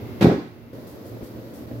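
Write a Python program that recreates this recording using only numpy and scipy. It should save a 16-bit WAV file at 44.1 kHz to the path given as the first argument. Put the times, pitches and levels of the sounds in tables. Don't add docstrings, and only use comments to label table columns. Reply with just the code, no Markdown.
import sys
import numpy as np
from scipy import signal
from scipy.fft import rfft, irfft
from scipy.io import wavfile
from scipy.ndimage import uniform_filter1d, minimum_filter1d

SR = 44100
rng = np.random.default_rng(int(sys.argv[2]) if len(sys.argv) > 2 else 0)


def bounce(signal):
    frames = np.transpose(np.atleast_2d(signal))
    limited = np.clip(frames, -1, 1)
    pcm = np.round(limited * 32767).astype(np.int16)
    wavfile.write(sys.argv[1], SR, pcm)


N = 79380
TIME_S = np.arange(N) / SR
BINS_HZ = np.arange(N // 2 + 1) * SR / N


def undb(db):
    return 10 ** (np.asarray(db) / 20)


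def level(x, db):
    return x * undb(db) / np.sqrt(np.mean(x ** 2))


def read(points, hz):
    knots_hz, values = np.array(points, float).T
    return np.interp(np.log(np.maximum(hz, 1)), np.log(knots_hz), values)


def colour(x, spectrum):
    size = 2 * N
    cepstrum = irfft(np.log(undb(read(spectrum, np.arange(N + 1) * SR / size))))
    cepstrum[1:N] *= 2
    cepstrum[N + 1:] = 0
    return irfft(rfft(x, size) * np.exp(rfft(cepstrum)))[..., :N]


def pan(x, balance):
    half_db = read(balance, BINS_HZ) / 2
    return irfft(rfft(x) * undb(np.array([half_db, -half_db])), N)


def wander(rate_hz):
    return level(np.interp(TIME_S * rate_hz, np.arange(N), rng.standard_normal(N)), 0)


# (frequency [Hz], side over mid [dB])
WIDTH = [(40, 3), (110, -5.5), (200, -11), (380, -11), (750, -4), (1200, 1), (16000, 0)]
def diffuse(width_db=0):
    side_gain = undb(read(WIDTH, BINS_HZ) + width_db)
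    mid, side = rfft(rng.standard_normal((2, N)))
    return irfft((mid + side_gain * side * np.array([[1], [-1]])) / np.hypot(1, side_gain), N)


# (frequency [Hz], relative level [dB])
AIR_BEFORE = [(25, -24), (50, -17), (70, -7), (110, 1.5), (175, -10.5), (230, -5), (340, -3.5), (410, -10),
              (560, -13.5), (750, -20.5), (1400, -25.5), (2500, -30.5), (3400, -33.5), (4800, -36.5),
              (7000, -44.5), (8800, -51.5), (11500, -39.5), (15000, -38)]
AIR_AFTER = [(25, -43), (50, -12), (75, -13.5), (115, -2.5), (165, -11.5), (230, -3.5), (320, -4),
             (400, -8.5), (560, -7), (720, -18), (1100, -22), (1600, -26), (2800, -33), (4600, -32.5),
             (7000, -40.5), (9000, -46), (12000, -34.5), (15500, -35)]
# (frequency [Hz], level before the cut [dB], level after [dB])
HUM_TONES = [(116.5, -54, -47.5), (234.4, -47, -52.5), (441, -61.5, -61), (1922, -82, -72.5),
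             (2023, -66, -78), (2140, -64, -84), (2330, -71, -79), (2694, -65.5, -79)]
# (time [s], gain [dB])
HUM_SWELL = [(.73, 1), (.8, -8), (.88, -5), (1.02, -22), (1.12, 9.5), (1.26, 0), (1.46, 3.5), (1.58, -11.5),
             (1.66, 9), (1.7, 5.5), (1.8, 14)]
# (frequency [Hz], left over right [dB])
AIR_PAN = [(60, -3.2), (300, -0.17), (4000, -0.2), (8500, 1), (13000, -3.1)]
def workshop(cut_s=0.729, sink_s=0.28, sink_db=-8.5, dip_s=1.664, dip_db=-13):
    before = level(colour(diffuse(), AIR_BEFORE), -35.5)
    after = level(colour(diffuse(), AIR_AFTER), -40)
    swell = undb(np.interp(TIME_S, *np.array(HUM_SWELL).T))
    for k, (hz, before_db, after_db) in enumerate(HUM_TONES):
        phase = 2 * np.pi * hz * TIME_S + 0.66 * wander(9.37)
        tone = np.sqrt(2) * np.sin(phase) * undb(1.16 * wander(8.2))
        before += undb(before_db) * tone
        after += undb(after_db) * tone * (swell if k == 0 else 1)
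    sink = undb(sink_db * np.clip((TIME_S - sink_s) / 0.029, 0, 1))
    cut = np.clip((TIME_S - cut_s) / 0.0022, 0, 1)
    dip = undb(dip_db * np.exp(-((TIME_S - dip_s) / 0.0023) ** 2))
    return pan(before * sink * (1 - cut) + after * cut, AIR_PAN) * dip


def envelope(start_s, attack_s, hold_s, fade_s, step=0):
    age_s = TIME_S - start_s
    rise = step + (1 - step) * np.clip(age_s / attack_s, 0, 1)
    return (age_s > 0) * rise * np.exp(-np.maximum(age_s - attack_s - hold_s, 0) / fade_s)


def rub(events, spectrum, attack_s, fade_s, grain_db, grain_hz):
    pressure = sum(undb(db) * envelope(start_s, attack_s, hold_s, fade_s)
                   for start_s, hold_s, db in events)
    grains = diffuse() * undb(grain_db * wander(grain_hz))
    return pressure * level(colour(grains, spectrum), 0)


# (time [s], hold [s], level [dB])
FLICKS = [(.08, .008, -62)]
PEN_STROKES = [(.868, 0.029, -53), (1.052, 0.027, -55), (1.227, 0.03, -53), (1.535, 0.039, -53)]
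# (frequency [Hz], relative level [dB])
SCUFF_SPECTRUM = [(500, -13.5), (2000, -9.5), (4500, -0.5), (7000, -4), (9500, -5), (12000, 2), (16000, -3)]
# (frequency [Hz], left over right [dB])
SCUFF_PAN = [(1000, 2), (5000, 1.5), (8500, 7.5), (13000, 1)]
def cloth_scuffs():
    flick = rub(FLICKS, SCUFF_SPECTRUM, attack_s=0.006, fade_s=0.008, grain_db=-1, grain_hz=400)
    pen = rub(PEN_STROKES, SCUFF_SPECTRUM, attack_s=0.004, fade_s=0.046, grain_db=1, grain_hz=440)
    return pan(flick + pen, SCUFF_PAN)


# (time [s], hold [s], level [dB])
SHIFTS = [(.757, 0.033, -39), (.93, 0.025, -41.5), (1.06, 0.11, -39), (1.205, .05, -37),
          (1.335, .06, -40.5), (1.425, 0.037, -45), (1.53, 0.12, -41), (1.672, 0.017, -36.5),
          (1.71, 0.1, -36)]
# (frequency [Hz], relative level [dB])
BUMP_SPECTRUM = [(30, -21), (70, 1), (110, 1), (170, -9.5), (290, 3), (400, -6.5), (550, -7), (900, -25),
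                 (1800, -29), (3000, -34.5), (6000, -60)]
def hands_and_knees():
    return rub(SHIFTS, BUMP_SPECTRUM, attack_s=0.0042, fade_s=0.0082, grain_db=4, grain_hz=100)


# (frequency [Hz], T60 [s])
ROOM_T60 = [(60, 0.47), (120, 0.28), (240, 0.4), (480, 0.32), (960, 0.46), (1900, 0.57), (3800, 0.57),
            (7700, 0.56), (15000, 0.57)]
def room(x, width_db=0, build_s=0.0045):
    octaves_hz = 60 * 2. ** np.arange(9)
    noise = rfft(diffuse(width_db))
    tail = 0
    for hz, weights in zip(octaves_hz, np.eye(len(octaves_hz))):
        band = irfft(noise * read(list(zip(octaves_hz, weights)), BINS_HZ), N)
        tail += band * undb(-60 * TIME_S / read(ROOM_T60, hz))
    tail *= 1 - np.exp(-TIME_S / build_s)
    return signal.fftconvolve(x[None], tail, axes=1)[:, :N]


# (time [s], attack [s], hold [s], relative level [dB], low-pass [Hz])
FLAPS = [(0.2081, .016, 0.01, -2, 18000), (0.2464, 0.0037, 0.0068, -3, 1400),
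         (0.287, 0.009, 0.0087, -7.5, 1510)]
# (frequency [Hz], relative level [dB])
SLAP_DIRECT = [(100, -29), (300, 1.5), (520, 0), (820, -1), (1050, -12), (2400, -13), (4500, -21.5),
               (7000, -32.5), (9500, -39.5), (12000, -32), (16000, -43)]
SLAP_REFLECTED = [(100, -10.5), (350, 7.5), (560, 1), (830, -6), (1020, -10), (1500, -11), (2300, -14.5),
                  (3200, -20.5), (4500, -20.5), (7000, -35), (10000, -43), (16000, -38)]
def fabric_slap():
    grains = diffuse(width_db=-2.5) * undb(3.5 * wander(900))
    creases = 0
    for start_s, attack_s, hold_s, db, cutoff_hz in FLAPS:
        flap = grains * undb(db) * envelope(start_s, attack_s, hold_s, fade_s=0.014, step=0.37)
        creases += signal.sosfilt(signal.butter(2, cutoff_hz, fs=SR, output="sos"), flap)
    direct = level(colour(creases, SLAP_DIRECT), -34.5)
    reflected = level(colour(room(creases[0]), SLAP_REFLECTED), -34)
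    return direct + reflected


# (time [s], relative level [dB], rise to peak [ms])
FOLDS = [(0.2113, -12.5, 0.67), (.2168, -12.5, 0.62), (0.2265, -6, .8), (0.246, 0, 0.82),
         (0.2526, -7, 0.66), (0.2578, -14, .55), (0.2693, -6, 1.15), (0.2988, -13.5, 0.65),
         (0.3208, -10.5, 0.77)]
# (frequency [Hz], relative level [dB], T60 [s])
ROOM_MODES = [(123, 0.5, 0.12), (186.7, -3.5, 0.12), (255.1, -1, 0.26), (298.4, -7, 0.52), (360, 2.5, 0.24),
              (498, -4, 0.28), (604, -7, .36), (646, 3, 0.22), (700, 3, 0.25), (743.6, 13, 0.4),
              (860, -9, .28), (1120, -5, .45), (1180, 0, 0.41), (1905, -4, .45)]
# (frequency [Hz], relative gain [dB])
BOOM_SPECTRUM = [(30, -24), (60, -6.5), (110, 2.5), (170, -3.5), (260, 0), (380, 3.5), (550, 4), (800, 7),
                 (1100, -13), (3000, 14)]
def fold_thud(bass_cut_hz=77):
    push = 0
    for time_s, db, rise_ms in FOLDS:
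        swing = (TIME_S - time_s) / (rise_ms / 1000)
        push += undb(db) * swing * np.exp((1 - swing ** 2) / 2)
    modes = 0
    for hz, db, t60_s in ROOM_MODES:
        phase = 2 * np.pi * hz * TIME_S + rng.uniform(0, 2 * np.pi)
        modes += np.sin(phase) * undb(db - 60 * TIME_S / t60_s)
    ring = signal.fftconvolve(push, modes)[:N]
    boom = colour(room(push, width_db=-6), BOOM_SPECTRUM)
    thud = undb(-1.5) * push + level(ring, -32.5) + level(boom, -30.5)
    return signal.sosfilt(signal.butter(4, bass_cut_hz, "high", fs=SR, output="sos"), thud)


# (frequency [Hz], left over right [dB])
BUNDLE_PAN = [(100, -2), (500, 0.5), (1200, -1.5), (4500, -4), (6500, 2.5), (8500, 9), (13000, 1)]
def scene():
    bundle = pan(fold_thud() + fabric_slap(), BUNDLE_PAN)
    return bundle + cloth_scuffs() + hands_and_knees() + workshop()


def record(dry, ceiling=0.96, top_hz=15800):
    needed_gain = np.minimum(1, ceiling / (np.abs(dry).max(axis=0) + 1e-9))
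    gain = uniform_filter1d(minimum_filter1d(needed_gain, size=221), size=221)
    return signal.sosfilt(signal.ellip(10, 0.2, 80, top_hz, fs=SR, output="sos"), dry * gain)


dry = scene()
out = record(dry)
bounce(out)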